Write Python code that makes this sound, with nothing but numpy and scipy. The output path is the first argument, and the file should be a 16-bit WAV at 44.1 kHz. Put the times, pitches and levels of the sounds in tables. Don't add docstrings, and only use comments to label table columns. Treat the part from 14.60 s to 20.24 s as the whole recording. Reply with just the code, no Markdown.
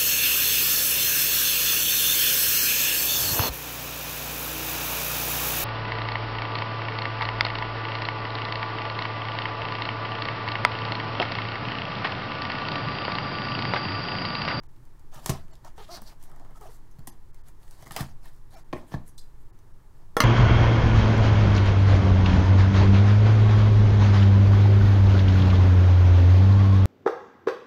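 import sys
import numpy as np
from scipy import signal
from scipy.fft import rfft, irfft, next_fast_len
from scipy.io import wavfile
from scipy.ndimage import uniform_filter1d, map_coordinates

SR = 44100
rng = np.random.default_rng(int(sys.argv[2]) if len(sys.argv) > 2 else 0)


def undo_db(level):
    steps = np.asarray(level, float) / 20
    return 10 ** steps


def put_to_file(sound):
    columns = np.atleast_2d(sound).T
    safe = np.clip(columns, -1, 1)
    whole_steps = np.round(safe * 32767)
    wavfile.write(sys.argv[1], SR, whole_steps.astype(np.int16))


N = 248591


def unit(x):
    return x / np.sqrt(np.mean(x ** 2) + 1e-20)


def along(points, hz):
    f, v = np.transpose(points)
    return np.interp(np.log(hz + 1), np.log(f + 1), v)


def wobble(rate):
    return map_coordinates(rng.standard_normal(int(N * rate / SR) + 4), [np.arange(N) * rate / SR])


def filtered(x, response):
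    m = next_fast_len(len(x) + SR // 2)
    return irfft(rfft(x, m) * response(np.fft.rfftfreq(m, 1 / SR)), m)[:len(x)]


def body(modes):
    def response(f):
        total = 0
        for k, (centre, width, db) in enumerate(modes):
            damping = 1j * f * width
            total = total + (-1) ** k * undo_db(db) * damping / (centre * centre - f * f + damping)
        return total
    return response


def noise(spectrum, grain_db=0, patchy_db=0):
    grains = rng.standard_normal(N) * undo_db(grain_db * wobble(900))
    z = signal.stft(grains, nperseg=256)[2]
    field = uniform_filter1d(rng.standard_normal(z.shape), size=6, axis=0)
    field = uniform_filter1d(field, size=10, axis=1)
    grit = signal.istft(z * undo_db(patchy_db * unit(field)), nperseg=256)[1][:N]
    return unit(filtered(grit, lambda hz: undo_db(along(spectrum, hz)) * (hz > 0)))


def push(length, t):
    return np.sin(np.pi * np.clip(t / length, 0, 1)) ** 2


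def stroke(s, length, attack, sag, release):
    gain, u = np.zeros(N + SR), np.arange(SR // 2) / SR
    fall_db = -sag * np.minimum(u, length) - release * np.maximum(u - length, 0)
    gain[round(s * SR):][:len(u)] = np.clip(u / attack, 0, 1) * undo_db(fall_db)
    return gain[:N]


# frequency in Hz, level in dB per Hz.
RUMBLE_SPECTRUM = [(2, -38), (6, 2.5), (11, 4), (19, -12), (24, -16), (30, -22), (38, -8), (45, -22),
                   (60, -27), (80, -25.5), (110, -65)]
# frequency in Hz, level in dB per Hz.
AIR_SPECTRUM = [(41, -39), (70, -2), (126, 2.5), (169, -6.5), (199, -13.5), (342, -10), (551, -20.5),
                (774, -22), (848, -15), (1560, -26), (1710, -24), (2580, -35.5), (7650, -39), (13200, -47),
                (15800, -60)]


def room_tone():
    rumble = undo_db(-40) * noise(RUMBLE_SPECTRUM)
    air_db = -57.5 + 0.67 * wobble(2.82)
    return rumble + undo_db(air_db) * noise(AIR_SPECTRUM)


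# frequency in Hz, time to fall 60 dB in seconds.
ROOM_DECAY = [(150, 0.4), (1000, 0.23), (4000, 0.22), (12000, 0.12)]


def walls(x):
    hz, t, z = signal.stft(rng.standard_normal(SR // 2), SR, nperseg=256)
    fading = z * undo_db(-60 * t / along(ROOM_DECAY, hz)[:, None])
    tail = signal.istft(fading, SR, nperseg=256)[1]
    delayed = np.pad(x, (150, 0))
    echo = signal.fftconvolve(delayed, tail / np.linalg.norm(tail))[:N]
    return filtered(echo, lambda f: (1j * f / (160 + 1j * f)) ** 2)


DROP_TIMES = [
    5.5676,
    5.60385,
]
# ring in dB, crack in dB, contact length in seconds.
DROP_BLOWS = [
    (-10.5, -25, 0.00041),
    (-9.5, -20, 0.00026),
]
# frequency in Hz, width in Hz, level in dB.
DESK_MODES = [
    [(221, 70, -8), (474, 160, -5), (520, 60, -10), (624, 45, -10), (816, 64, -2), (1013, 21, -5),
     (1093, 16, -5.5), (1312, 44, 2), (1740, 220, -7.5), (2000, 170, -13), (2530, 220, -21),
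     (3350, 270, -6), (4340, 510, -12), (6000, 800, -19)],
    [(241, 74, -3), (460, 120, -13), (634, 59, -6.5), (953, 44, -0.5), (1130, 53, -7), (1234, 86, 1),
     (1410, 74, -0.5), (1670, 140, -6), (2005, 130, -3), (2620, 390, -8), (3070, 170, -8),
     (4320, 500, -8.5), (5300, 1700, -7), (5900, 180, -2)],
]
# delay in seconds, level in dB against the blow.
ROCKING_TOUCHES = [
    [(0, -3.5), (.0002, -3), (.0008, -7), (.0029, -2.5), (.0065, -8.5)],
    [(0, -3.5), (.0002, -7), (.0007, -6), (.0017, -4), (.0035, -6.5), (.0045, -9.5), (.01, -23),
     (.015, -11)],
]


def knife_drop():
    out, t = np.zeros(N + SR), np.arange(SR // 4) / SR
    blows = zip(DROP_TIMES, DROP_BLOWS, DESK_MODES, ROCKING_TOUCHES)
    for s, (db, crack_db, contact), wood, touches in blows:
        grit = rng.standard_normal((2, len(t)))
        force = sum(undo_db(weaker) * push(contact, t - late) for late, weaker in touches)
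        force = force / contact * 0.0019 + 0.25 * grit[0] * undo_db(-60 * t / 0.021)
        together = lambda f: sum(body([mode])(f) for mode in wood)
        fade = undo_db(-60 * t / 0.02) + 0.066 * undo_db(-60 * t / 0.044)
        chatter = filtered(grit[1] * fade, body([(4680, 14000, 1)]))
        ring = filtered(force, together)
        out[round(s * SR):][:len(t)] += undo_db(db + 3.0) * ring + undo_db(crack_db) * chatter
    return out[:N]


# start in seconds, clack in dB, length in seconds, then two parts struck hardest in Hz.
RATTLES = [(2.312, -74, 0.0087, 6100, 6100), (2.473, -52, 0.005, 9100, 11700),
           (2.4836, -68, 0.0047, 6110, 11400), (4.474, -60.5, 0.008, 10300, 9400),
           (4.486, -67.5, 0.012, 10300, 6500), (4.579, -54.5, 0.009, 3960, 7800),
           (4.591, -56.5, 0.0041, 4660, 7400), (4.588, -65, 0.0055, 12200, 10300),
           (4.608, -72, .012, 4310, 7500), (4.988, -79, 0.0057, 6100, 6100),
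           (5.574, -53, 0.0018, 6150, 11500), (5.581, -56, 0.0037, 6150, 9200)]
# frequency in Hz, level in dB, time to fall 60 dB in seconds.
STEEL_NOTES = [(3530, -3, .06), (4050, 0, .06), (4310, -4, .08), (4830, -3, .07), (5170, -6, .08),
               (5560, -6, .08), (6110, -1, .09), (6560, -6, .07), (7500, 0, .08), (8400, -3, .07),
               (9200, -5, .05), (10300, 1, .12), (11500, -4, .09), (12200, -3, .08)]


def knife_parts():
    out, t = np.zeros(N + SR), np.arange(SR // 4) / SR
    for s, db, length, *struck in RATTLES:
        fade = np.where(t < length, 1, 0.17 * undo_db(-60 * t / 0.11))
        shower = rng.standard_normal(len(t)) ** 3 * fade
        near = []
        for f, level, t60 in STEEL_NOTES:
            away = min(np.log2(f / hz) ** 2 for hz in struck)
            near.append((f, 5.7 / t60, level - min(160 * away, 28)))
        ring = 0.27 * unit(filtered(shower, body(near)))
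        clack = filtered(shower, body([(hz, .5 * hz, 0) for hz in struck]))
        clack = filtered(clack, lambda f: f ** 4 / (f ** 4 + 1100.0 ** 4))
        out[round(s * SR):][:len(t)] += undo_db(db + 1.5) * ring + undo_db(db) * clack
    return out[:N]


# start in seconds, blow in dB, table in dB, contact length in seconds, crack in dB.
LANDING_BLOWS = [
    (0.6956, -19, -46, 0.00068, -57.5),
    (2.4735, -30.5, -64, 0.0049, -71),
    (2.485, -45, -71, 0.0047, -75),
    (4.1281, -18.5, -56, 0.00011, -39),
    (4.1288, -18, -52.5, 0.00088, -60),
    (4.1326, -13, -41, 0.00073, -39),
    (4.3194, -26, -55.5, 0.00048, -61),
    (4.336, -47, -45, 0.00046, -49),
    (4.3403, -15, -33.5, 0.00065, -40.5),
]
# frequency in Hz, width in Hz, level in dB.
EDGE_MODES = [(246, 20, -5), (359, 31, 0.5), (657, 64, -4), (1067, 127, -8.5), (1790, 120, -9),
              (2390, 160, -1), (3160, 420, -8.5)]
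# frequency in Hz, width in Hz, level in dB.
FLAT_MODES = [(300, 133, -7.5), (640, 110, -7.5), (800, 340, -11.5), (1150, 110, -12), (1740, 110, -12),
              (2300, 250, -18), (3350, 430, -8.5)]
# frequency in Hz, width in Hz, level in dB.
TABLE_MODES = [(78, 4.5, 2), (133, 8.5, 5), (218, 25, -13), (155, 20, -7), (270, 20, -15), (30, 12, -7)]


def landing():
    blows, thuds, cracks = np.zeros((3, N))
    t = np.arange(SR // 20) / SR
    for s, db, table_db, contact, crack_db in LANDING_BLOWS:
        i = round(s * SR)
        blows[i:][:len(t)] += undo_db(db + 11.5) * push(contact, t)
        thuds[i:][:len(t)] += undo_db(table_db + 30.5) * push(0.002, t)
        cracks[i:][:len(t)] += undo_db(crack_db - 60 * t / 0.037) * rng.standard_normal(len(t))
    flat = np.arange(N) > 4.3 * SR
    box = filtered(blows * ~flat, body(EDGE_MODES)) + filtered(blows * flat, body(FLAT_MODES))
    table = filtered(thuds, body(TABLE_MODES))
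    return box - table + filtered(cracks, body([(3500, 2100, 0)]))


# start in seconds, frequency in Hz, level in dB, time to fall 60 dB in seconds.
PANEL_NOTES = [(.555, 3500, -50, .05), (.6605, 760, -30, 0.042), (0.6612, 1830, -30, 0.028),
               (0.6939, 1784, -35, .04), (.697, 386, -36, 0.12), (.706, 1150, -34, .06),
               (.72, 1080, -35, .06), (.755, 1010, -43, .06), (.719, 382, -33, 0.13),
               (1.046, 934, -42.5, 0.042), (1.052, 640, -44.5, 0.074), (1.076, 910, -44, 0.044),
               (1.18, 800, -38, 0.047), (1.205, 418, -47, 0.12), (1.356, 1190, -46, 0.14),
               (1.417, 212, -41, .08), (1.953, 1286, -49, 0.065), (1.97, 1292, -48.5, 0.054),
               (2.055, 649, -43, 0.091), (2.089, 431, -50, .1), (2.474, 1910, -44, 0.03),
               (3.2325, 5000, -56, 0.0085), (3.308, 1240, -36.5, .04), (3.309, 1800, -38, 0.033),
               (3.312, 800, -40, 0.046), (3.3635, 770, -26, .045), (3.363, 2000, -28.5, 0.027),
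               (3.379, 1200, -36.5, .06), (3.388, 1130, -37, .06), (3.412, 1133, -38, .06),
               (3.405, 1827, -29, 0.039), (3.406, 730, -41, .05), (3.414, 335, -41.5, 0.14),
               (4.131, 4540, -35, 0.012), (4.143, 2450, -44, .03), (4.161, 344, -30.5, 0.047),
               (4.168, 2000, -41.5, 0.027), (4.332, 1740, -43, .04), (4.345, 1720, -35, 0.035)]


def panels():
    out, t = np.zeros(N + SR), np.arange(SR // 6) / SR
    rise = 1 - np.exp(-t / 0.00061)
    for s, hz, db, t60 in PANEL_NOTES:
        t60 = min(t60, 70 / hz)
        note = rise * np.sin(2 * np.pi * hz * t)
        out[round(s * SR):][:len(t)] += undo_db(db - 60 * t / t60) * note
    return out[:N]


# start in seconds, length in seconds, pressure in dB, brightness in dB.
FINGER_SLIDES = [(0.896, 0.04, -62, -2.5), (1.028, 0.056, -57.5, -3), (1.152, 0.097, -58.5, 1.5),
                 (1.256, 0.11, -59.5, 1.5), (1.31, 0.035, -55.5, 5.5), (1.35, 0.025, -57, -8),
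                 (1.4, 0.091, -64.5, 5), (1.462, 0.059, -59, 1.5), (1.588, 0.07, -62.5, 4.5),
                 (1.664, 0.3, -68.5, -11), (1.938, 0.04, -66.5, 6), (1.999, 0.077, -58.5, 2.5),
                 (2.085, 0.081, -67, 7.5), (2.381, 0.016, -76, -21), (2.743, 0.053, -71.5, -3),
                 (2.849, 0.036, -61.5, 4), (3.609, 0.086, -61.5, 1), (3.7, 0.081, -73, 5.5),
                 (3.899, 0.1, -59.5, 0.5), (4.261, 0.055, -64.5, 6), (4.311, 0.019, -47.5, -7.5),
                 (4.451, 0.027, -66, 10.5), (4.783, .03, -79, 11), (5.342, .03, -71.5, 4),
                 (5.376, 0.053, -77, -11)]
# start in seconds, length in seconds, pressure in dB, brightness in dB.
BLADE_STROKES = [
    (0.51, 0.09, -54, -0.5),
    (0.611, 0.064, -53, 2.5),
    (0.67, 0.016, -41, 7),
    (2.992, 0.14, -68, 5.5),
    (3.103, 0.08, -64.5, 3.5),
    (3.186, 0.1, -57, 1.5),
    (3.294, 0.093, -52.5, 2.5),
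    (3.375, 0.034, -40.5, 1),
]
# start in seconds, first level in dB, brightness in dB.
CREAKS = [
    (.715, -48, -2.5),
    (3.425, -52, -1.5),
    (4.141, -51.5, -3),
    (4.355, -68, -11),
    (4.6, -63.5, 5),
]
# frequency in Hz, level in dB per Hz.
DRONE_SPECTRUM = [(120, -50), (200, -8.5), (343, -14.5), (486, -19.5), (646, -6.5), (1800, -20),
                  (2500, -74), (5500, -120)]
# frequency in Hz, level in dB per Hz.
SCRAPE_SPECTRUM = [(1300, -1.5), (1800, 3.5), (2500, -4.5), (4500, -1.5), (6500, -4), (9500, -14)]
# frequency in Hz, level in dB per Hz.
HISS_SPECTRUM = [(3500, -41), (5500, -5), (7500, 2), (11500, 1.5), (15800, -5)]


def rubbing():
    attack = 0.038
    gestures = [(stroke(s, length, attack, 28, 498), db, bright)
                for s, length, db, bright in FINGER_SLIDES + BLADE_STROKES]
    gestures += [(stroke(s, 0, attack, 0, 182), db, bright) for s, db, bright in CREAKS]
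    drone, scrape, hiss = np.zeros((3, N))
    for gain, db, bright in gestures:
        drone += undo_db(db + 2 - bright) * gain
        scrape += undo_db(db) * gain
        hiss += undo_db(db - 7 + 1.42 * bright) * gain
    clumps = wobble(76)
    drone = drone * undo_db(1.5 * clumps) * noise(DRONE_SPECTRUM, grain_db=2.5, patchy_db=3.0)
    scrape = scrape * undo_db(0.54 * clumps) * noise(SCRAPE_SPECTRUM, grain_db=-2.0, patchy_db=3.0)
    hiss = hiss * undo_db(1.0 * clumps) * noise(HISS_SPECTRUM, grain_db=2.5, patchy_db=2.5)
    return drone + scrape + hiss


def slipping(rows, scatter, attack, sag):
    t, rate, gain = np.arange(N) / SR, np.zeros(N), np.zeros(N)
    for s, length, first_hz, last_hz, db in rows:
        u = np.clip((t - s) / length, 0, 1)
        bulge = 1 + 0.084 * np.sin(np.pi * u)
        rate = np.where(t >= s, (first_hz + (last_hz - first_hz) * u) * bulge, rate)
        gain = gain + undo_db(db) * stroke(s, length, attack, sag, 810)
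    return np.cumsum(rate * (1 + scatter * wobble(300))) / SR, gain


# time in seconds, scatter as a share of the slip rate.
SLIP_SCATTER = [(1.2, .045), (1.27, .02), (1.38, .022), (1.45, .07), (1.96, .03), (2.03, .08), (3.96, .012)]
# start in seconds, length in seconds, first and last slips a second, level in dB.
LID_SQUEAKS = [
    (1.178, 0.039, 400.5, 410.6, -63),
    (1.285, 0.051, 300, 344.3, -59.5),
    (1.336, 0.0122, 345, 296.6, -66.5),
    (1.945, 0.041, 422, 428.2, -83),
    (2.006, 0.033, 424, 384, -62.5),
    (2.05, 0.025, 308.4, 345.4, -67.5),
    (2.085, 0.023, 443, 419, -72.5),
    (3.937, 0.03, 810, 642, -68.5),
]
# start in
# seconds, length in seconds, first and last slips a second, level in dB.
RASP_SLIDES = [
    (1.295, 0.057, 309.8, 349.6, -56),
    (1.345, 0.021, 352.5, 302.5, -57.5),
    (1.425, 0.0082, 497, 484, -65),
    (1.455, 0.023, 566, 463, -60),
    (2.03, 0.11, 417, 197, -84.5),
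]
# start in seconds, length in seconds, first and last slips a second, level in dB.
PALM_DRAGS = [
    (1.172, 0.036, 421, 403, -65.5),
    (1.205, 0.038, 378, 398, -65),
    (1.26, 0.021, 280, 300, -72),
]
# frequency in Hz, width in Hz, level in dB.
LID_MODES = [(372, 55, 7.5), (690, 180, 9.5), (1230, 113, 8), (1800, 250, -12), (3530, 250, -26)]
# frequency in Hz, level in dB per Hz.
RASP_SPECTRUM = [(2500, -12.5), (3600, -10), (4000, -1.5), (4600, 4), (5200, -1), (5900, -0.5),
                 (6500, -12.5), (10000, -16.5), (16000, -21)]
# frequency in Hz, level in dB per Hz.
PALM_SPECTRUM = [(1200, -24), (1800, -5), (2500, -9), (3300, -2), (4400, -6), (5200, -14), (9000, -30)]


def squeaks():
    scatter = np.interp(np.arange(N) / SR, *np.transpose(SLIP_SCATTER))
    phase, tone = slipping(LID_SQUEAKS, scatter, 0.0069, 26)
    steps = np.floor(phase) + 0.14 * np.floor(phase + .5)
    slips = np.diff(steps, prepend=0) * undo_db(20 * scatter * wobble(370))
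    soft = lambda f: body(LID_MODES)(f) / (1 + 1j * f / 2500) ** 2
    out = filtered(slips * tone * undo_db(43.5), soft)
    for rows, colour, snap in ((RASP_SLIDES, RASP_SPECTRUM, 5.9), (PALM_DRAGS, PALM_SPECTRUM, 4)):
        phase, rasp = slipping(rows, 0.17 * scatter, .022, -88)
        puffs = np.exp(-4 * (phase % 1)) * rng.standard_normal(N)
        puffs = puffs + snap * np.diff(np.floor(phase), prepend=0)
        out = out + rasp * undo_db(7.5) * unit(filtered(puffs, lambda hz: undo_db(along(colour, hz))))
    return out


# start in seconds, crack in dB,
# table in dB against the crack, time to fall 60 dB in seconds, centre in Hz.
BLADE_KNOCKS = [
    (0.5598, -42.5, -6, 0.13, 3340),
    (0.66, -16, -27, 0.028, 6340),
    (0.694, -19, 1, 0.076, 4000),
    (2.387, -58.5, 17.5, 0.039, 2900),
    (2.472, -29, -18, 0.078, 9500),
    (3.3091, -32, -7.5, 0.043, 2750),
    (3.3634, -18.5, -24, 0.053, 2420),
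    (3.4058, -32.5, 9, 0.037, 2000),
]
# start in seconds, crack in dB, box in dB against the crack, centre in Hz.
TICKS_AND_SNAPS = [(0.0348, -50, -9.5, 2690), (0.163, -54, -36, 2500), (0.253, -53, -25, 7890),
                   (0.395, -52, -36, 5500), (0.544, -41.5, -10, 7010), (0.882, -55, -8.5, 3070),
                   (0.954, -46.5, -30, 3870), (1.0479, -40, -10, 5600), (1.0784, -50, -6, 6600),
                   (1.179, -48, -4, 3210), (1.4186, -36, -12, 11900), (1.715, -51.5, -0.5, 11440),
                   (1.761, -50, -6, 9050), (1.8484, -52.5, 0, 3184), (1.958, -54, -4, 4730),
                   (2.011, -44, -7.5, 11300), (2.312, -55, -27, 9060), (2.7448, -45, -17, 8270),
                   (2.885, -44, -10, 8800), (3.031, -54, -26, 3570), (3.079, -53, -5.5, 4270),
                   (3.11, -40, -25, 8400), (3.2238, -43.5, -1, 7510), (3.269, -43, -2, 6000),
                   (3.6567, -44, -7.5, 12040), (3.971, -51, -33, 4150), (4.9893, -51.5, -29, 6100),
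                   (0.53, -62, -11, 3000), (.598, -54, -25, 10900), (.613, -54, -25, 11000),
               (0.6615, -24.5, -14, 4500), (0.6725, -31, -15, 7000), (0.6966, -20, -26, 4000),
               (0.7009, -23.5, -10, 9100), (0.703, -36, -28, 7000), (0.712, -44, -23, 5000),
               (1.371, -39, -22, 5200), (1.199, -52, 4, 3300), (2.022, -55, 2, 5000),
               (1.973, -57, -20, 5500), (3.3653, -23.5, -19, 1500), (1.627, -42, -33, 11600),
               (1.6375, -40, -34, 11900), (1.697, -52, -3, 11500), (1.797, -50.5, -2, 6000),
               (1.907, -55, -1.5, 11500), (2.392, -46.5, -14, 7000), (2.4766, -36, -26, 3800),
               (3.212, -52, -15, 7500), (3.261, -45, -6, 7900), (3.277, -41, -18, 9000),
               (3.32, -29.5, -18, 12000), (3.375, -30, -8, 13500), (3.4085, -24.5, -16.5, 13000),
               (3.422, -49, -17, 7000), (3.7624, -56, -25, 12500), (3.907, -57, -27, 9000),
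               (4.328, -54, -15, 3500), (5.6064, -19.5, -4, 3030), (5.615, -38, -8, 6000),
               (5.619, -35, -4, 10000)]
# frequency in Hz, width in Hz, level in dB.
BOX_MODES = [(380, 49, 4.5), (680, 160, 4), (774, 113, 7.5), (1016, 154, 4), (1245, 120, 2.5),
             (1870, 120, -1), (2316, 64, -5), (3100, 110, -9.5)]


def taps():
    out, thuds, t = np.zeros(N + SR), np.zeros(N + SR), np.arange(SR // 6) / SR
    contacts = [(s, db, -14.5, table_db, t60, 0.42, hz) for s, db, table_db, t60, hz in BLADE_KNOCKS]
    contacts += [(s, db, box_db, box_db - 5.5, 0.059, 0.19, hz)
                 for s, db, box_db, hz in TICKS_AND_SNAPS]
    dull = np.exp(-2 * np.pi * 5000 / SR)
    for s, db, box_db, table_db, t60, tail, hz in contacts:
        i = round(s * SR)
        burst = rng.standard_normal((3, len(t))) * (1 - np.exp(-t / 0.00048))
        colour = body([(hz, 1.12 * hz, 0), (9000, 30000, -9)])
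        spot = [(f * (1 + 0.038 * rng.normal()), width, level + rng.normal(0, 0.87))
                for f, width, level in BOX_MODES]
        trail = signal.lfilter([1], [1, -dull], burst[2]) * tail * undo_db(-60 * t / max(t60, .01))
        crack = filtered(burst[0] * 3.19 * undo_db(-60 * t / 0.0063) + trail, colour)
        knock = filtered(burst[1] * undo_db(-60 * t / 0.015), body(spot))
        out[i:][:len(t)] += undo_db(db - 1.0) * crack + undo_db(db + box_db + 19.5) * knock
        thuds[i + 20] += undo_db(db + table_db + 50.5)
    return out[:N] - filtered(thuds[:N], body(TABLE_MODES))


def scene():
    near = taps() + landing() + knife_parts() + knife_drop()
    skin = squeaks()
    echo = undo_db(-7.0) * walls(near + undo_db(-6) * skin)
    return (near + skin + panels() + echo + rubbing() + room_tone())[None]


# start in seconds, length in seconds, treble fades above this Hz.
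TREBLE_GAPS = [(.005, 0.02, 2220), (0.071, 0.014, 2200), (0.918, 0.014, 2200), (2.506, 0.014, 2180),
               (2.716, 0.014, 2300), (2.822, 0.012, 2220), (3.249, 0.005, 2240), (3.956, 0.008, 2560),
               (4.036, 0.007, 2210), (4.567, 0.011, 1260), (4.911, 0.016, 2300), (5.126, 0.01, 1700)]
# start in seconds, level in dB, then two tones in Hz.
FLICKER_TONES = [
    (.912, -67, 4380, 7500),
    (.915, -71, 2950, 2000),
    (2.496, -69, 4720, 1850),
    (2.499, -65, 6150, 11300),
    (3.243, -72, 8900, 6460),
    (3.945, -63, 2350, 5400),
    (4.563, -74, 4860, 8550),
    (4.564, -74, 10600, 12100),
    (4.565, -75, 6100, 13000),
    (5.12, -80, 5600, 9300),
]


def treble_gaps(x):
    out = x.copy()
    for s, length, edge_hz in TREBLE_GAPS:
        i = max(round((s - .004) * SR), 0)
        t = np.arange(round((length + 0.008) * SR)) / SR
        to_edge = np.minimum(t, t[-1] - t)
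        hole = np.sin(np.pi / 2 * np.clip(to_edge / 0.008, 0, 1)) ** 2
        wide = x[max(i - 400, 0):i + len(t) + 400]
        treble = filtered(wide, lambda hz: 1 / (1 + (edge_hz / (hz + 1)) ** 16))
        out[i:i + len(t)] -= hole * treble[min(i, 400):][:len(t)]
    u = np.arange(round(0.037 * SR)) / SR
    for s, db, *tones in FLICKER_TONES:
        tone = sum(np.sin(2 * np.pi * hz * u) for hz in tones)
        out[round(s * SR):][:len(u)] += undo_db(db) * np.sin(np.pi * u / u[-1]) * tone
    return out


def roll_off(x):
    return signal.sosfilt(signal.butter(12, 16770, fs=SR, output="sos"), x)


def record(dry):
    rounded = dry[0] / (1 + (dry[0] / .85) ** 4) ** .25
    limited = filtered(rounded, lambda hz: .03 + .97 / (1 + (hz / 15800) ** 200))
    return roll_off(treble_gaps(limited)[None])


dry = scene()
out = record(dry)
put_to_file(out)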